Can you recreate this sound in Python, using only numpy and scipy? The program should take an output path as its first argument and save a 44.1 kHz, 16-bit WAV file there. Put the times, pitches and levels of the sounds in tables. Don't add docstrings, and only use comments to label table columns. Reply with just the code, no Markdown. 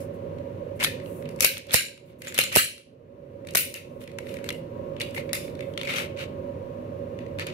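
import sys
import numpy as np
from scipy import signal
from scipy.fft import rfft, irfft
from scipy.io import wavfile
from scipy.ndimage import uniform_filter1d

SR = 44100
rng = np.random.default_rng(int(sys.argv[2]) if len(sys.argv) > 2 else 0)


def dump_mix(stems):
    frames = np.atleast_2d(stems).T
    limited = np.clip(frames, -1, 1)
    pcm = np.round(limited * 32767).astype(np.int16)
    wavfile.write(sys.argv[1], SR, pcm)


def ratio(d):
    e = np.asarray(d, float) / 20
    return 10 ** e


N = 332073

# (time [s], frame knock [dB], knock pitch [Hz], steel tick [dB], ring share [dB])
BLOWS = [(.7997, -27.5, 2050, -30, 8.5), (.828, -18.5, 2140, -25, -13.5), (.838, -17.5, 3330, -12.5, -2.5),
         (.8444, -11.5, 3330, -13, -26), (.8522, -22, 1910, -26, 2.5), (1.4061, -15, 5500, -4, 3.5),
         (1.4456, -11, 2550, -3, -4), (1.454, -16, 2400, -20, -2.5), (1.731, -30, 2500, -15.5, -2.5),
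         (1.7362, -16, 3870, -8.5, 7.5), (1.7411, -14, 1890, -1, -14), (1.7496, -20.5, 2600, -20.5, 4),
         (2.3784, -19, 2940, -15, 7), (2.3878, -9.5, 2420, -7, -8), (1.4475, -23.5, 2400, -8, -8),
         (2.4373, -21.5, 3450, -15.5, -11.5), (2.526, -27.5, 2475, -25.5, 8), (2.5537, -19.5, 2200, -6, 6),
         (2.56, -14.5, 2400, -2.5, 4), (2.5681, -14, 1430, -17.5, 2), (2.587, -17.5, 2790, -17.5, 3.5),
         (3.5495, -16, 1484, -9.5, 0), (3.554, -18, 3580, -3, 0.5), (3.588, -27, 2700, -17, 2.5)]
# (time [s], frame knock [dB], knock pitch [Hz], steel tick [dB], ring share [dB])
CATCHES = [(1.5694, -27.5, 3295, -45.5, -4), (1.5789, -36, 2560, -24, -21), (1.7074, -29, 3330, -41, 1),
           (2.2706, -28.5, 1845, -29.5, -24), (2.3435, -33, 2020, -21, -3),
           (3.4867, -35.5, 2340, -50.5, -6.5), (3.7406, -35.5, 1932, -23.5, 1.5),
           (3.7513, -32, 2590, -39, 3.5), (4.1857, -27.5, 1885, -29.5, -10), (4.4421, -34.5, 2200, -33, 2),
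           (4.4895, -21.5, 3280, -24.5, -17), (4.504, -22, 2170, -27, -7.5),
           (4.9998, -31, 2387, -28.5, 4.5), (5.0063, -22.5, 2200, -39, -6), (5.0151, -22, 3500, -24, -22),
           (5.1803, -31, 2010, -38, -13), (5.331, -21.5, 3450, -12.5, -0.5), (5.336, -25, 2160, -37, -5),
           (5.7759, -22.5, 3040, -33.5, -4), (5.813, -23.5, 3004, -38, -10), (5.832, -28, 2200, -33.5, 3.5),
           (5.873, -26, 2200, -40, -1), (7.395, -24, 1850, -30, -4), (7.4678, -31, 2690, -29.5, -11)]
# (time [s], frame knock [dB], knock pitch [Hz], steel tick [dB])
LOOSE_TICKS = [(1.0592, -41, 2806, -58), (1.255, -39.5, 2610, -51), (1.3606, -52, 4297, -40.5),
               (1.6882, -42, 3330, -74.5), (2.779, -44.5, 3700, -40), (3.5363, -48, 4200, -37),
               (4.0378, -44.5, 2820, -44), (7.404, -32, 4520, -46), (4.2911, -37, 2590, -42),
               (4.3407, -38, 1710, -38), (4.387, -37, 1530, -59), (4.526, -53.5, 2840, -33),
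               (5.108, -62, 3000, -40), (5.177, -34, 2120, -52), (5.0111, -29, 3170, -33),
               (5.353, -31, 2320, -31), (5.552, -42.5, 3560, -47), (5.737, -40.5, 3020, -52),
               (6.1862, -39, 3200, -56), (6.172, -38, 2320, -51), (6.212, -35, 2200, -42),
               (2.408, -19.5, 2700, -17.5), (5.8907, -38, 2280, -42.5), (5.9065, -27, 2200, -44),
               (5.9382, -26, 2600, -37), (5.9605, -35, 3200, -28), (5.9757, -35, 2800, -37),
               (5.9825, -36, 2400, -41), (6.004, -34, 2500, -42), (6.032, -35, 3000, -45),
               (1.7605, -22, 2400, -13.5), (5.1645, -45, 6300, -40), (5.2035, -45, 2500, -50),
               (5.195, -44, 2500, -50), (3.571, -20.5, 2700, -10.5), (3.578, -24, 2630, -13),
               (1.422, -26, 2405, -17.5), (1.426, -25.5, 3000, -16), (1.4315, -26, 2300, -20),
           (1.437, -28.5, 2500, -22), (1.441, -24.5, 2312, -22.5), (1.462, -23.5, 2500, -16),
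           (1.536, -34.5, 3007, -36), (1.696, -36, 3300, -55.5), (1.259, -43.5, 2400, -51.5),
           (2.2505, -39, 2296, -41), (2.264, -40, 3000, -42.5), (2.279, -33.5, 2086, -32.5),
           (2.3488, -33, 3480, -27), (2.354, -36, 3000, -31.5), (2.4126, -19.5, 4000, -19),
           (2.417, -24, 2700, -22), (2.399, -22.5, 2500, -22.5), (5.033, -40, 2900, -44),
           (5.19, -40, 2300, -45), (5.85, -35, 4000, -42), (5.998, -27, 2200, -38), (6.048, -40, 3000, -45),
           (6.238, -39, 2700, -50), (5.822, -36, 3000, -46), (4.116, -47, 2300, -50),
           (4.007, -50, 3000, -48)]
# (time [s], frame knock [dB], steel tick [dB])
TOUCHES = [(.3842, -47, -60), (.7937, -39, -42.5), (0.999, -40.5, -60), (1.224, -42, -56),
           (1.2897, -42, -36), (1.3889, -40, -47.5), (1.3979, -35, -28.5), (1.668, -50, -42),
           (1.718, -40, -27.5), (1.9767, -47, -49), (2.219, -35, -33), (2.2467, -43, -39),
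           (2.323, -34, -34), (3.4486, -48, -57.5), (3.4709, -37, -31), (3.508, -52, -35),
           (4.0143, -43.5, -50), (4.0754, -39, -44), (4.2683, -37.5, -49), (4.368, -34, -46),
           (4.428, -54, -64), (4.965, -38.5, -64), (5.146, -32, -43), (5.292, -36.5, -58),
           (5.4795, -39.5, -51.5), (5.5915, -34.5, -53), (5.6064, -33, -42), (7.1888, -36.5, -56),
           (7.2637, -43, -59.5), (7.3863, -28.5, -39)]
# (time [s], level [dB])
PINGS = [
    (2.44, -27.5),
]
# (time [s], thud peak [dB], thud pitch [Hz], low push [dB], left-right balance [dB])
THUDS = [(0.842, -29, 1010, -52.5, 0), (1.445, -22.5, 603, -27.5, 14.5), (1.7423, -20.5, 600, -23, -13),
         (1.744, -24, 494, -15.5, -13.5), (2.389, -15.5, 534, -30.5, -2.5), (2.56, -14.5, 567, -23.5, -15),
         (2.5633, -28, 480, -22, -10.5), (2.568, -14.5, 423, -14.5, -14.5), (3.554, -20, 621, -23.5, -6.5),
         (4.491, -53, 1042, -43.5, 3), (0.825, -25.5, 1000, -52, 1), (4.189, -37, 989, -53, 8),
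         (1.7481, -26.5, 543, -30.5, -11), (3.55, -28, 1097, -45, 1.5), (2.5655, -25, 652, -41, -10.5),
         (5.177, -35, 920, -49.5, 12)]
# (start [s], peak [s], end [s], frame rasp [dB], steel hiss [dB])
STROKES = [(0, .003, .08, -57, -52), (.797, .808, .835, -27.5, -45), (.825, .84, .856, -24.5, -24.5),
           (1.41, 1.428, 1.455, -33, -32), (1.68, 1.72, 1.737, -37, -52), (2.04, 2.1, 2.22, -62.5, -80),
           (2.2, 2.29, 2.345, -44, -56), (2.515, 2.525, 2.555, -27.5, -41), (3.995, 4.02, 4.07, -53, -59),
           (4.17, 4.31, 4.43, -51.5, -58.5), (4.99, 5.01, 5.1, -54, -57), (5.14, 5.178, 5.235, -38.5, -52),
           (5.334, 5.345, 5.46, -45.5, -39), (5.38, 5.45, 5.55, -52.5, -53), (6.2, 6.235, 6.26, -40, -60),
           (2.265, 2.285, 2.33, -42, -46), (5.865, 5.9, 5.99, -29, -47), (5.9, 5.985, 6.075, -28, -41),
           (6.16, 6.205, 6.27, -36, -59.5), (7.15, 7.21, 7.32, -62, -82.5),
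           (7.388, 7.412, 7.455, -33.5, -58), (7.458, 7.472, 7.57, -38.5, -62)]
# (start [s], stop [s], frame rasp [dB], steel hiss [dB])
RUNUPS = [
    (0.845, 0.875, -28.5, -43),
    (1.72, 1.752, -22.5, -23),
    (2.334, 2.39, -33, -50),
    (2.534, 2.564, -34, -26.5),
    (4.412, 4.498, -51, -60),
]
# (time [s], pitch [Hz], level [dB], t60 [s])
RINGS = [(.846, 1800, -34, .2), (1.422, 2400, -30.5, .25), (1.452, 2400, -30.5, 0.25),
         (1.46, 1600, -36, 0.26), (1.452, 11300, -28.5, 0.16), (1.452, 4070, -29.5, 0.23),
         (1.75, 2370, -25.5, 0.24), (1.759, 2870, -29, .35), (1.752, 4080, -29, 0.3),
         (1.745, 7130, -30.5, 0.36), (1.745, 9500, -28.5, 0.31), (1.76, 1600, -35, 0.32),
         (2.404, 2700, -32, .2), (2.404, 4000, -34, 0.23), (2.55, 2740, -21, 0.2), (2.575, 4110, -26, .3),
         (2.566, 7810, -25.5, 0.29), (2.57, 9820, -26, 0.33), (2.585, 1950, -30.5, .2),
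         (3.569, 2700, -34, 0.28), (3.569, 10000, -27, 0.27), (3.569, 8600, -34.5, 0.31),
         (3.569, 4400, -30, .15), (3.569, 13500, -28, .25), (2.274, 7110, -45.5, 0.2565),
         (2.44, 7200, -38.5, 0.18), (4.508, 2830, -42, 0.25), (5.163, 2100, -31.5, 0.16),
         (5.334, 2060, -30, 0.12), (5.871, 2280, -31, .12), (5.889, 2170, -28.5, 0.11),
         (5.895, 3660, -36, 0.23), (5.955, 6050, -37.5, 0.19), (5.958, 3200, -32, .15),
         (5.98, 2130, -28, 0.06), (.836, 10600, -31, 0.15), (.838, 4000, -26, .1), (6.185, 2900, -40, 0.19),
         (5.176, 2150, -30, 0.071), (5.045, 2900, -41, .1), (1.75, 5600, -32.5, .3), (.8, 2150, -31, 0.12),
         (3.745, 2800, -44, 0.24), (3.49, 2700, -50, 0.297), (3.57, 14800, -30, .25),
         (2.575, 17000, -29, .25), (1.455, 14000, -32, .2), (2.35, 4070, -39.5, .2),
         (2.39, 12500, -40.5, .2), (2.565, 14000, -31, 0.23)]
# (start [s], end [s], level [dB])
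BRUSHES = [(.125, 0.18, -67), (.75, .79, -63), (1.0, 1.24, -57), (1.13, 1.26, -60), (5.2, 5.33, -68),
           (5.6, 5.78, -68), (1.28, 1.4, -70), (4.5, 4.62, -64), (5.92, 6.06, -52), (6.165, 6.255, -57),
           (4.25, 4.41, -62), (3.99, 4.06, -60), (2.035, 2.147, -71), (2.179, 2.224, -63.5),
           (3.859, 4.023, -73.5), (5.138, 5.17, -46), (5.15, 5.22, -54), (5.03, 5.12, -62),
           (0, 0.062, -61.5)]

# (frequency [Hz], width [Hz], level [dB])
FRAME_MODES = [(2200, 980, 8), (2850, 360, -3), (3450, 400, -1), (1220, 1000, 3.5), (4000, 800, -15)]
# (frequency [Hz], level [dB])
STEEL_COLOUR = [(3500, -12.5), (5200, 2.5), (6200, -3.5), (7500, -4), (10500, 0.5), (13000, -3),
                (15300, -9.5), (16200, -22)]
# (frequency [Hz], level [dB], t60 [s])
STEEL_MODES = [(2370, -9, 0.14), (2785, -2.5, 0.15), (3550, -11, 0.25), (4120, -4, 0.15), (4550, -7, 0.27),
               (5710, -14.5, 0.2), (7250, -7, 0.33), (7640, -7.5, 0.28), (9130, -6, 0.15), (9820, -8, 0.28),
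               (10860, -10, 0.11), (10800, -9, 0.22), (13000, -14, 0.2), (13830, -11.5, 0.2)]
# (frequency [Hz], t60 [s])
ROOM_DECAY = [(300, 0.16), (1000, 0.11), (2500, 0.41), (5000, 0.39), (10000, 0.3), (15000, 0.22)]
# (frequency [Hz], level [dB])
ROOM_COLOUR = [(300, -11.5), (1100, 1.5), (1800, 0), (2700, -1), (4200, -3.5), (5500, -5), (10000, -5),
               (15000, 2)]
# (frequency [Hz], level [dB])
LEFT_COLOUR = [(1500, 1), (4000, -2), (8000, 2), (13000, 3.5)]
# (time [s], left-right balance [dB])
SIDEWAYS = [(0, 3), (.85, 1.5), (1.42, -0.5), (1.75, -0.5), (2.39, 1), (2.57, 0), (3.55, 0), (4.3, 2.5),
            (5, 0), (5.35, 1), (5.95, 2.5), (7.4, 1), (7.6, 3)]

# (frequency [Hz], level [dB per Hz])
FAN_COLOUR = [(15, -30), (40, -25.5), (90, -5), (330, -5), (560, -6), (650, -20), (800, -27.5),
              (1300, -30.5), (2900, -34), (3100, -40), (5200, -47.5), (8600, -55.5), (13000, -51.5),
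              (15300, -56.5)]
# (frequency [Hz], width [Hz], level [dB])
DUCT_MODES = [(98.03, 3.7, -52.5), (140, 78, -48), (248.4, 25, -51.5), (365, 10.2, -53), (486, 46, -53.5),
              (552.4, 55, -44), (960, 120, -69)]
# (frequency [Hz], level [dB])
MOTOR_TONES = [(963.6, -63), (1082, -64), (1200, -72)]
# (frequency [Hz], coherence [0-1])
COHERENCE = [(60, .9), (200, .88), (400, .92), (560, .75), (1100, .85), (1400, .4), (2500, .25), (4000, 0)]
# (frequency [Hz], left-right balance [dB])
FAN_BALANCE = [(200, 0), (350, -4), (470, -12), (570, -21), (650, -10), (780, 0), (950, 14), (1250, 14),
               (1800, 0), (2800, -4), (3400, 1)]
# (frequency [Hz], lead [rad])
LEFT_LEAD = [(100, -.1), (520, .1), (650, 2.9), (1400, 3.6), (2300, 5.9)]
# (time [s], hold [s], depth [dB], depth after the step up [dB])
DUCKS = [
    (1.44, 0.21, -13.5, -8.5),
    (1.743, 0.25, -19.5, -14.5),
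    (2.38, 0.088, -9, -7),
    (2.58, 0.27, -23, -17),
    (3.525, 0.31, -12, -7.5),
    (3.975, 0.091, -10, -6),
    (4.193, 0.47, -1.5, -2),
]

FRAME_HZ, PING_HZ = 2060, 7060
LIGHT_RING_DB, PING_RING_DB, PING_TICK_DB = -2, 3.5, -29.5
HARD_DB, BRIGHTER_DB, TREBLE_HZ = -7, 0.24, 9100
CONTACT_T60 = 0.018
CONTACT_LEAD_S = 0.002
PAN_DB, PAN_DB_PER_OCTAVE, PAN_SPREAD_DB = 3, 2, -2
RASP_ENDS_DB, HISS_ENDS_DB, SWELL_POWER = -19, -23, 1.2
CATCH_DEPTH, CATCHES_PER_S = 35, 350
RING_RISE_S, RING_SPREAD, RING_JANGLE_DB = 0.0022, 0.065, 3.5
BRUSH_HZ, BRUSH_WIDTH_HZ = 11500, 8300
WALL_S, WALL_T60 = 0.0175, 0.03
FAN_DB, WAVER_DB = -36.5, 2.5
STEP_S, CREEP_DB_PER_S = 0.014, 20
BASS_EDGE_HZ, BASS_DUCK_SHARE = 270, 0.92
SINK_EARLY = 0.31
HOLLOW_HZ, HOLLOW_WIDTH_HZ, HOLLOW_SHARE = 1000, 500, 0.18
DULL_HZ, DULL_WIDTH_HZ, DULL_SHARE = 5030, 360, 0.54
LOW_EDGE_HZ, HIGH_EDGE_HZ, LEAK_DB = 28, 15750, -31


def contacts():
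    loose = [(*row, LIGHT_RING_DB) for row in LOOSE_TICKS]
    touches = [(s, knock, FRAME_HZ, tick, LIGHT_RING_DB) for s, knock, tick in TOUCHES]
    pings = [(s, db, PING_HZ, db + PING_TICK_DB, PING_RING_DB) for s, db in PINGS]
    return BLOWS + CATCHES + loose + touches + pings


def click(knock_db, hz, tick_db, chance):
    late = np.maximum(np.arange(chance.shape[-1]) / SR - CONTACT_LEAD_S, 0)
    rise = 1 - np.exp(-late / 0.000088)
    tail_db = -2.5 + 0.15 * np.clip(tick_db + 10, -30, 5)
    burst = rise * (ratio(-60 * late / 0.017) + ratio(tail_db - 60 * late / CONTACT_T60))
    force = chance[0] * burst
    frame = sum(ratio(db) * resonate(resonate(force, f, w), f, 3 * w) for f, w, db in FRAME_MODES)
    knock = resonate(resonate(force, hz, 590), hz, 1200) + 0.24 * frame
    treble_db = BRIGHTER_DB * np.clip(tick_db - HARD_DB, -25, 9)
    steel = coloured(chance[1], STEEL_COLOUR)
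    tick = coloured(steel, [(TREBLE_HZ, 0), (1.3 * TREBLE_HZ, treble_db)]) * burst
    return ratio(knock_db + 4.5) * knock / abs(knock).max() + ratio(tick_db - 1.0) * tick / abs(tick).max()


def thud(db, hz, push_db, pan_db):
    t, flip = np.arange(3000) / SR, np.array([[1], [-1]])
    note = np.sin(2 * np.pi * hz * t)
    overtone = 0.68 * flip * np.sin(2 * np.pi * 1.7 * hz * t)
    swing = ratio(db - 60 * t / 0.02) * (note + overtone)
    push = ratio(push_db - 60 * t / 0.018) * np.sin(2 * np.pi * 130 * t)
    blow = signal.sosfilt(signal.butter(2, 70, "high", fs=SR, output="sos"), swing - push)
    return blow * ratio(pan_db * flip / 2)


def stroke(start, peak, end, rasp_db, hiss_db):
    t = np.arange(start, end, 1 / SR)
    peak = min(max(peak, start), end)
    slow = np.interp(t, [start, peak, end + 1e-3], [1, 0, 1]) ** SWELL_POWER
    noise = rng.standard_normal((2, 2, len(t)))
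    caught = (rng.random(len(t)) < CATCHES_PER_S / SR) * 1.0
    catches = CATCH_DEPTH * uniform_filter1d(caught, 70)
    force = noise[0] * (1 + catches)
    rasp = sum(ratio(db) * resonate(resonate(force, f, w), f, 2.3 * w) for f, w, db in FRAME_MODES)
    hiss = coloured(noise[1], STEEL_COLOUR) * (1 + 0.3 * catches)
    rasp_level = ratio(rasp_db + RASP_ENDS_DB * slow)
    hiss_level = ratio(hiss_db + HISS_ENDS_DB * slow)
    sound = rasp_level * evened(rasp) + hiss_level * evened(hiss)
    return start, sound * signal.windows.tukey(len(t), 0.12)


def shimmer(hz, db, t60):
    t = np.arange(round(0.4 * SR)) / SR
    noise, width = rng.standard_normal((2, len(t))), RING_SPREAD * hz
    band = evened(resonate(resonate(noise, hz, width), hz, 2 * width))
    jangle_db = RING_JANGLE_DB * evened(uniform_filter1d(noise[0], size=200))
    rise = 1 - np.exp(-t / RING_RISE_S)
    return band * rise * ratio(db - 60 * t / max(t60, 0.03) + jangle_db)


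def brush(start, end, db):
    noise = rng.standard_normal((2, round((end - start) * SR)))
    hiss = resonate(resonate(noise, BRUSH_HZ, BRUSH_WIDTH_HZ), BRUSH_HZ, 2 * BRUSH_WIDTH_HZ)
    return start, ratio(db) * evened(hiss) * signal.windows.tukey(noise.shape[1], 0.7)


def ports(pair, pan_db):
    lag = 34
    right = np.roll(0.071 * pair[0] + 1.35 * pair[1], lag)
    return np.array([pair[0], right]) * ratio(np.clip(pan_db, -12, 12) * np.array([[0.5], [-0.5]]))


def opposed(pair):
    band = resonate(pair, 1018, 500)
    return pair - 0.805 * np.array([0 * band[0], band[0] + band[1]])


def afterglow():
    t = np.arange(SR // 2) / SR
    hz, times, z = signal.stft(rng.standard_normal((2, len(t))), SR, nperseg=256)
    decay_db = read(ROOM_COLOUR, hz)[:, None] - 60 * times / read(ROOM_DECAY, hz)[:, None]
    tail = signal.istft(z * ratio(decay_db), SR, nperseg=256)[1]
    lump = (t > WALL_S) * ratio(-60 * (t - WALL_S) / WALL_T60)
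    arrive = 0.12 + (1 - np.exp(-(t / 0.012) ** 4)) + lump
    tail = tail[:, :len(t)] * arrive
    ring = 0
    for f, db, t60 in STEEL_MODES:
        cluster = evened(resonate(rng.standard_normal((2, len(t))), f, 60 + 0.031 * f))
        ring = ring + ratio(db - 60 * t / np.clip(t60, 0.05, 0.28)) * cluster
    ring = ring * (0.78 + arrive)
    return tail / np.linalg.norm(tail[0]) + ratio(-10.5) * ring / np.linalg.norm(ring[0])


def fan():
    frames, hz = N // 2048 + 5, np.fft.rfftfreq(8192, 1 / SR)
    a, b, c, d = rng.standard_normal((frames, 4097, 4)).T
    humps = sum(ratio(2 * (db - FAN_DB + 30.0)) / w / (1 + (2 * (hz - f) / w) ** 2) ** 2
                for f, w, db in DUCT_MODES)
    same, lead = np.clip(read(COHERENCE, hz), -1, 1), read(LEFT_LEAD, hz)
    tilt = ratio(0.5 * read(FAN_BALANCE, hz))
    centre = tilt ** 2 + tilt ** -2 + 2 * same * np.cos(lead)
    level = np.sqrt((ratio(2 * read(FAN_COLOUR, hz)) + humps) / centre)
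    left = a + 1j * b
    right = same[:, None] * left + np.sqrt(1 - same ** 2)[:, None] * (c + 1j * d)
    left_gain = level * tilt
    right_gain = level / tilt * np.exp(-1j * lead)
    pair = np.array([left * left_gain[:, None], right * right_gain[:, None]])
    air = signal.istft(pair, nperseg=8192, noverlap=6144)[1][:, :N]
    t, tones = np.arange(N) / SR, 0
    for f, db in MOTOR_TONES:
        waver_db = WAVER_DB * evened(uniform_filter1d(rng.standard_normal(N), size=9000))
        tones = tones + ratio(db - 1.5 + waver_db) * np.sin(2 * np.pi * f * t)
    lobes = np.array([[3.5], [-0.7]])
    return ratio(FAN_DB) * air / np.sqrt(np.mean(air.mean(0) ** 2)) + lobes * tones


def ducked(air):
    t, gain_db = np.arange(N) / SR, np.zeros(N)
    for s, hold, db, rest_db in DUCKS:
        creep_s = abs(rest_db) / CREEP_DB_PER_S
        times = s + np.cumsum([0, STEP_S, hold - STEP_S, STEP_S, creep_s])
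        gain_db = np.minimum(gain_db, np.interp(t, times, [0, db * SINK_EARLY, db, rest_db, 0]))
    bass = signal.sosfiltfilt(signal.butter(2, BASS_EDGE_HZ, fs=SR, output="sos"), air)
    hollow = resonate(air, HOLLOW_HZ, HOLLOW_WIDTH_HZ) * (1 - ratio(HOLLOW_SHARE * gain_db))
    return bass * ratio(BASS_DUCK_SHARE * gain_db) + (air - bass - hollow) * ratio(gain_db)


def evened(x):
    return x / np.sqrt(np.mean(x ** 2) + 1e-20)


def read(points, hz):
    f, value = np.transpose(points)
    return np.interp(np.log(hz + 1), np.log(f + 1), value)


def resonate(x, hz, width):
    r = np.exp(-np.pi * width / SR)
    return signal.lfilter([1 - r, 0, r - 1], [1, -2 * r * np.cos(2 * np.pi * hz / SR), r * r], x)


def coloured(x, points):
    size = x.shape[-1]
    return irfft(rfft(x) * ratio(read(points, np.fft.rfftfreq(size, 1 / SR))), size)


def add(mix, s, sound):
    part = mix[..., round(s * SR):][..., :sound.shape[-1]]
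    part += sound[..., :part.shape[-1]]


def scene():
    near, sends, rows = np.zeros((2, N)), np.zeros((3, N)), contacts()
    chances = rng.standard_normal((len(rows), 2, 2, 1024))
    for k, (row, chance) in enumerate(zip(rows, chances)):
        s, knock_db, hz, tick_db, ring_db = row
        sound = click(knock_db, hz, tick_db, chance)
        pan_db = PAN_DB + PAN_DB_PER_OCTAVE * np.log2(hz / FRAME_HZ) + PAN_SPREAD_DB * chance.flat[0]
        add(near, s - CONTACT_LEAD_S, ports(sound, pan_db))
        add(sends[k % 3], s - CONTACT_LEAD_S, ratio(ring_db) * sound[0])
    slides = STROKES + [(s, stop, stop, rasp, hiss) for s, stop, rasp, hiss in RUNUPS]
    for k, row in enumerate(slides):
        s, sound = stroke(*row)
        add(near, s, sound)
        add(sends[k % 3], s, ratio(-14) * sound[0])
    glow = sum(signal.fftconvolve(send[None], afterglow(), axes=1)[:, :N] for send in sends)
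    pistol = opposed(near + ratio(-1.0) * glow)
    for s, *part in RINGS:
        add(pistol, s, shimmer(*part))
    pistol = np.array([coloured(pistol[0], LEFT_COLOUR), pistol[1]])
    balance_db = np.interp(np.arange(N) / SR, *np.transpose(SIDEWAYS))
    pistol = pistol * ratio(balance_db * np.array([[0.5], [-0.5]]))
    for row in BRUSHES:
        add(pistol, *brush(*row))
    for s, *blow in THUDS:
        add(pistol, s, thud(*blow))
    return pistol + ducked(fan())


def band_limit(x):
    return signal.sosfilt(signal.butter(12, 16810, fs=SR, output="sos"), x)


def record(dry):
    heard = signal.sosfilt(signal.butter(2, LOW_EDGE_HZ, "high", fs=SR, output="sos"), dry)
    heard = heard - DULL_SHARE * resonate(heard, DULL_HZ, DULL_WIDTH_HZ)
    heard = np.clip(heard, -1, 1)
    low = signal.oaconvolve(heard, signal.firwin(511, HIGH_EDGE_HZ, fs=SR)[None], "same", axes=1)
    heard = low + ratio(LEAK_DB) * (heard - low)
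    return band_limit(heard)


dry = scene()
out = record(dry)
dump_mix(out)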